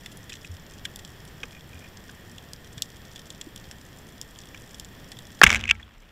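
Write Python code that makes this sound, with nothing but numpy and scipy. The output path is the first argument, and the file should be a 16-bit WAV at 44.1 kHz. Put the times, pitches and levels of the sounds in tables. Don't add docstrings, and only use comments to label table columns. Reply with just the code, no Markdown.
import sys
import numpy as np
from scipy import signal
from scipy.fft import rfft, irfft
from scipy.io import wavfile
from scipy.ndimage import map_coordinates

SR = 44100
rng = np.random.default_rng(int(sys.argv[2]) if len(sys.argv) > 2 else 0)


def materialize(psi):
    bounded = np.clip(np.atleast_2d(psi).T, -1, 1)
    quanta = np.round(bounded * 32767).astype(np.int16)
    wavfile.write(sys.argv[1], SR, quanta)


N = 269451
LAUNCH_S, LAUNCH_RISE_S = 5.432, .012

# f/Hz, relative level/dB
WASH_SPECTRUM = [(20, -3), (40, -1), (90, 0), (170, -1.5), (260, -7), (500, -12), (1000, -17.5),
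                 (2500, -21.5), (5000, -30), (10000, -43.5), (15000, -34.5)]
REEF_SPECTRUM = [(600, -23.5), (1450, -8), (1850, 6), (2200, -13.5), (2900, -8.5), (3300, 2), (3850, -14.5),
                 (4500, -14), (5500, -6.5), (6400, -17.5), (7500, -9.5), (8500, -21), (9600, -15),
                 (15000, -29)]
HOUSING_SPECTRUM = [(600, -38), (1450, -10.5), (1850, 1.5), (2200, -8.5), (2900, -2), (3400, 6),
                    (3900, -6.5), (4500, -7), (5500, 1), (6400, -5.5), (7500, -1), (8500, -9), (9600, -8),
                    (13000, -13), (15500, -19)]
SCRAPE_SPECTRUM = [(150, -26), (450, -12.5), (800, -7.5), (1700, 5.5), (3400, 4.5), (4300, -10.5),
                   (5600, -2), (7400, -4), (8600, -17.5), (13000, -24), (16000, -29)]
RUSH_SPECTRUM = [(100, -13), (600, -7.5), (1200, -6), (2200, -5.5), (3300, -7), (4200, -17.5), (7000, -26),
                 (9000, -31.5), (16000, -41.5)]
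RUBBER_SPECTRUM = [(15, -21), (45, -10.5), (62, 6.5), (76, -8.5), (90, 0), (125, -17), (200, -16),
                   (300, -20.5), (700, -40), (2000, -72.5)]
# t/s, housing ring/dB, crack/dB, sizzle/dB, t60/s
NEAR_SNAPS = [(0.0606, -40, -45, -52, 0.019), (0.1176, -52, -53, -57, 0.04), (0.172, -62, -56, -49, 0.006),
              (0.2952, -41, -44, -55, 0.033), (0.3298, -49, -43, -61, 0.017),
              (0.3379, -46, -49, -63, 0.025), (0.3538, -50, -49, -60, 0.022), (0.852, -31, -39, -46, 0.022),
              (0.9595, -47, -44, -45, 0.007), (0.9899, -48, -48, -55, 0.035), (1.049, -47, -46, -63, 0.006),
              (1.252, -62, -58, -55, 0.006), (1.9708, -54, -48, -63, 0.029), (2.382, -44, -51, -72, 0.006),
              (2.5341, -52, -40, -50, 0.006), (2.779, -44, -45, -56, 0.025), (2.8215, -32, -27, -35, 0.006),
              (3.1592, -43, -46, -56, 0.038), (3.1926, -49, -49, -56, 0.016),
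              (3.3035, -44, -43, -55, 0.008), (3.4128, -41, -39, -52, 0.017),
              (3.5609, -47, -46, -48, 0.012), (3.712, -47, -43, -54, 0.031), (4.214, -48, -37, -45, 0.009),
              (4.3882, -51, -45, -64, 0.006), (4.7444, -48, -47, -64, 0.011),
              (4.7975, -46, -40, -45, 0.006), (4.847, -54, -47, -59, 0.006), (5.1178, -44, -44, -52, 0.034),
              (5.1886, -46, -49, -53, 0.016)]
# f/Hz, relative level/dB, t60/s
GUN_MODES = [(839, -14.5, 0.37), (930, -11.5, .18), (1145, -12.5, .16), (1333, -7.5, 0.17), (1623, 7.5, .1),
             (1810, -1.5, 0.048), (2290, 2.5, 0.079), (2550, -13, .1), (3150, 6, 0.033), (3350, -3, 0.035),
             (3520, -4, 0.047)]
# t/s, length/s, level/dB
GRIP_CREAKS = [(1.491, .08, -44), (1.725, 0.12, -42)]
# t/s, level/dB, f/Hz, rise/s
STOCK_THUMPS = [(0.492, -33, 86.4, 0.019), (1.434, -43, 470, 0.0046), (1.742, -40, 80, 0.015),
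                (2.773, -30.5, 124, 0.0032), (3.469, -35, 312, 0.0033), (5.432, -7, 178, 0.0058),
                (5.435, -14, 395, .003), (5.446, -13.5, 105, 0.0065), (5.467, -9, 52, 0.0079),
                (5.94, -36, 33, .04)]
# f/Hz, level/dB
BAND_HUM = [(63, -27), (88, -24), (224, -27)]
# t/s, level/dB, f/Hz
HAND_KNOCKS = [(0.321, -29, 2530), (0.446, -32, 2550), (1.432, -20, 2485), (1.4371, -31.5, 1186),
               (2.093, -33, 1595), (4.545, -29.5, 2380)]
# t/s, level/dB, f/Hz, rise/s, scrape/dB
SHOT_BLOWS = [(5.4154, 6, 1700, 0.00076, -25), (5.416, -3.5, 813, .0012, -36.5),
              (5.4182, 1, 1470, 0.00065, -41), (5.4289, -1.5, 2520, 0.0007, -13.5),
              (5.434, 18, 1572, 0.0018, -1.5), (5.4385, 17, 2103, .0014, -4), (5.445, -9.5, 2510, 0.003, 7)]
# t/s, level/dB, rise/s, scrape/dB
SHAFT_HITS = [(5.4648, 9, 0.00064, -9), (5.467, 8.5, .0012, -15), (5.472, -1, 0.0015, 7),
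              (5.494, 2, 0.0012, -4), (5.5027, 9.5, .0012, -3), (5.5152, -3, 0.0014, 0),
              (5.5283, 2.5, 0.00051, -8), (5.538, -0.5, 0.00055, 1), (5.546, 5, 0.00076, -7),
              (5.5565, 1, .0006, -4), (5.559, -3.5, 0.003, 3), (5.610, -12, .0007, 11)]
# t/s, level/dB, f/Hz, rise/s
LINE_TUGS = [(5.639, -4.5, 2490, 0.00047), (5.6543, -10, 2180, 0.00094), (5.670, -18.5, 2550, 0.0075),
             (5.678, -10, 2640, 0.00097), (5.6912, -3, 2380, .001), (5.6973, 1.5, 2630, 0.00088),
             (5.700, -3.5, 2430, 0.0013), (5.7084, 4.5, 2275, 0.0019), (5.7106, 10.5, 2750, 0.00089),
             (5.7516, -23, 2230, 0.001), (5.797, -28, 1810, 0.0032), (5.828, -26, 3370, 0.002)]


def amp(db):
    return 10 ** (np.asarray(db) / 20)


def unit_rms(x):
    return x / np.sqrt(np.mean(x ** 2) + 1e-20)


def unit_peak(x):
    return x / np.max(np.abs(x))


def wobble(rate_hz):
    knots = rng.standard_normal(int(N * rate_hz / SR) + 4)
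    return map_coordinates(knots, [np.arange(N) * rate_hz / SR])


def coloured(x, spectrum, size=4096):
    hz, db = np.transpose(spectrum)
    bin_db = np.interp(np.log(np.fft.rfftfreq(size, 1 / SR) + 1), np.log(hz + 1), db)
    cepstrum = irfft(np.log(amp(bin_db)))
    cepstrum[1:size // 2] *= 2
    cepstrum[size // 2 + 1:] = 0
    return signal.fftconvolve(x, irfft(np.exp(rfft(cepstrum))))[:len(x)]


def noise(spectrum):
    return unit_rms(coloured(rng.standard_normal(N), spectrum))


def butter(x, hz, kind, order=4):
    return signal.sosfilt(signal.butter(order, hz, kind, fs=SR, output="sos"), x)


def swell(t, rise_s):
    return (t / rise_s * np.exp(1 - t / rise_s)) ** 1.07


def launch_envelope(hold_s, fall_db_per_s):
    t = np.arange(N) / SR - LAUNCH_S
    return np.clip(t / LAUNCH_RISE_S, 0, 1) * amp(-fall_db_per_s * np.maximum(t - hold_s, 0))


def add(track, at_s, sound):
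    part = track[max(round(at_s * SR), 0):][:len(sound)]
    part += sound[:len(part)]


def whine(hz=13906, level_db=-69):
    return amp(level_db) * unit_rms(np.sin(2 * np.pi * hz * np.arange(N) / SR + .15 * wobble(20)))


def water():
    return amp(-47.5 + 0.67 * wobble(7.6)) * noise(WASH_SPECTRUM)


def bubble_collapse(t, spike, t60_s, reef_db, uneven_db=3.5, reef_t60_s=0.061):
    lumps = amp(uneven_db * np.interp(t * 900, np.arange(64), rng.standard_normal(64)))
    decay = amp(-60 * t / t60_s) + amp(reef_db - 60 * t / reef_t60_s)
    echoes = lumps * rng.standard_normal(len(t)) * decay
    return spike * (t == 0) + echoes


def far_shrimp(count=520, spread_db=6.5, cap_db=11, tick_db=-46, sizzle_db=-56.5):
    ticks, t = np.zeros(N), np.arange(SR // 40) / SR
    for when, size, colour, length in rng.random((count, 4)):
        snap = bubble_collapse(t, spike=1.4, t60_s=.006 + 0.013 * length, reef_db=-32.5)
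        resonance = signal.iirpeak(3300 + 7500 * colour, Q=1.3, fs=SR)
        tick = unit_peak(signal.lfilter(*resonance, snap))
        db = min(-spread_db * np.log(size), cap_db)
        add(ticks, when * N / SR, amp(db) * tick)
    sizzle = amp(sizzle_db + 0.74 * wobble(3.6)) * noise(REEF_SPECTRUM)
    return amp(tick_db) * coloured(ticks, HOUSING_SPECTRUM) + sizzle


def near_shrimp(rms_window_s=.01):
    out, t = np.zeros(N), np.arange(SR // 16) / SR
    for at_s, ring_db, crack_db, sizzle_db, t60_s in NEAR_SNAPS:
        snap = coloured(bubble_collapse(t, spike=3.0, t60_s=t60_s, reef_db=-21), HOUSING_SPECTRUM)
        low_hz = np.clip(2600 * (.006 / t60_s) ** .52, 1000, 3000)
        ring = butter(snap, [low_hz, 3850], "band", order=3)
        crack = butter(snap, [4000, 8400], "band")
        sizzle = butter(snap, 8720, "high", order=6)
        for part, db in (ring, ring_db), (crack, crack_db), (sizzle, sizzle_db):
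            add(out, at_s, amp(db) * part * np.sqrt(rms_window_s * SR) / np.linalg.norm(part))
    return out


def contact(hz, rise_s, scrape_db, chatter_rad=0.67, chatter_hz=1300, ring_db=-37):
    t = np.arange(SR // 5) / SR
    chatter = chatter_rad * map_coordinates(rng.standard_normal(len(t)), [t * chatter_hz])
    note = swell(t, rise_s) * np.sin(2 * np.pi * hz * t + chatter)
    scrape = swell(t, 0.89 * rise_s) * unit_rms(coloured(rng.standard_normal(len(t)), SCRAPE_SPECTRUM))
    ring = sum(amp(db + rng.normal(0, 2.4) - 60 * t / t60_s) * np.sin(2 * np.pi * mode_hz * t)
               for mode_hz, db, t60_s in GUN_MODES)
    return unit_peak(note + amp(scrape_db) * scrape) + amp(ring_db) * ring


def grip(slip_s=0.02, spread_db=3.5):
    out = np.zeros(N)
    for start_s, length_s, db in GRIP_CREAKS:
        for at_s in np.arange(start_s, start_s + length_s, slip_s):
            gain = amp(db + rng.normal(0, spread_db))
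            slip = contact(hz=2430, rise_s=0.0027, scrape_db=-7, chatter_rad=0.59)
            add(out, at_s + slip_s * rng.random(), gain * slip)
    return out


def stock():
    out, t = np.zeros(N), np.arange(SR // 3) / SR
    for at_s, db, hz, rise_s in STOCK_THUMPS:
        add(out, at_s, -amp(db) * swell(t, rise_s) * np.sin(2 * np.pi * hz * t))
    return out


def rubber_bands(flap_db=-22.0, waver_rad=0.56):
    t = np.arange(N) / SR
    hum = sum(amp(db) * np.sin(2 * np.pi * hz * t + waver_rad * wobble(18)) for hz, db in BAND_HUM)
    flap = amp(flap_db) * noise(RUBBER_SPECTRUM)
    return launch_envelope(hold_s=0.15, fall_db_per_s=80) * (flap + hum)


def rush(rush_db=-19.3, wake_db=-43.5, grit_db=4):
    surge = amp(rush_db) * launch_envelope(hold_s=.085, fall_db_per_s=170)
    wake = amp(wake_db) * launch_envelope(hold_s=0.28, fall_db_per_s=19)
    grit = amp(grit_db * wobble(300))
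    return (surge + wake) * unit_rms(noise(RUSH_SPECTRUM) * grit)


def shaft_grazes(count=13, gap_s=.0135, first_db=-11.0, fall_db_per_s=36, spread_db=3):
    out = np.zeros(N)
    for k, (jitter, size, colour) in enumerate(rng.random((count, 3))):
        delay_s = (k + jitter) * gap_s
        db = first_db - fall_db_per_s * delay_s + spread_db * (2 * size - 1)
        graze = contact(hz=1850 + 800 * colour, rise_s=.0013, scrape_db=1)
        add(out, LAUNCH_S + delay_s, amp(db) * graze)
    return out


def line(band_hz=(1100, 12500)):
    out = np.zeros(N)
    for at_s, db, hz, rise_s in LINE_TUGS:
        add(out, at_s, amp(db) * contact(hz, rise_s, scrape_db=-13.0))
    return butter(out, band_hz, "band", order=2)


def gun(highpass_hz=330):
    out = np.zeros(N)
    for at_s, db, hz in HAND_KNOCKS:
        add(out, at_s, amp(db) * contact(hz, rise_s=0.002, scrape_db=-4.5))
    for at_s, db, hz, rise_s, scrape_db in SHOT_BLOWS:
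        add(out, at_s, amp(db) * contact(hz, rise_s, scrape_db))
    for at_s, db, rise_s, scrape_db in SHAFT_HITS:
        add(out, at_s, amp(db) * contact(hz=2230, rise_s=rise_s, scrape_db=scrape_db))
    return butter(out, highpass_hz, "high", order=2)


def scene():
    background = whine() + water() + far_shrimp() + near_shrimp()
    speargun = grip() + stock() + rubber_bands() + rush() + shaft_grazes() + line() + gun()
    return (background + speargun)[None]


def smooth(x, tau_s):
    pole = np.exp(-1 / (tau_s * SR))
    return signal.lfilter([1 - pole], [1, -pole], x)


def record(dry, threshold_db=-20, depth_db=11.5, recover_db_per_s=5, attack_s=0.016, lowpass_hz=15400):
    x, t = dry[0], np.arange(N) / SR
    level_db = 10 * np.log10(smooth(x ** 2, tau_s=0.0046) + 1e-12)
    excess_db = np.clip(level_db - threshold_db, 0, depth_db)
    duck_db = np.maximum.accumulate(excess_db + recover_db_per_s * t) - recover_db_per_s * t
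    clipped = np.clip(x * amp(-smooth(duck_db, attack_s)), -1, 1)
    return butter(clipped, lowpass_hz, "low", order=16)[None]


dry = scene()
out = record(dry)
materialize(out)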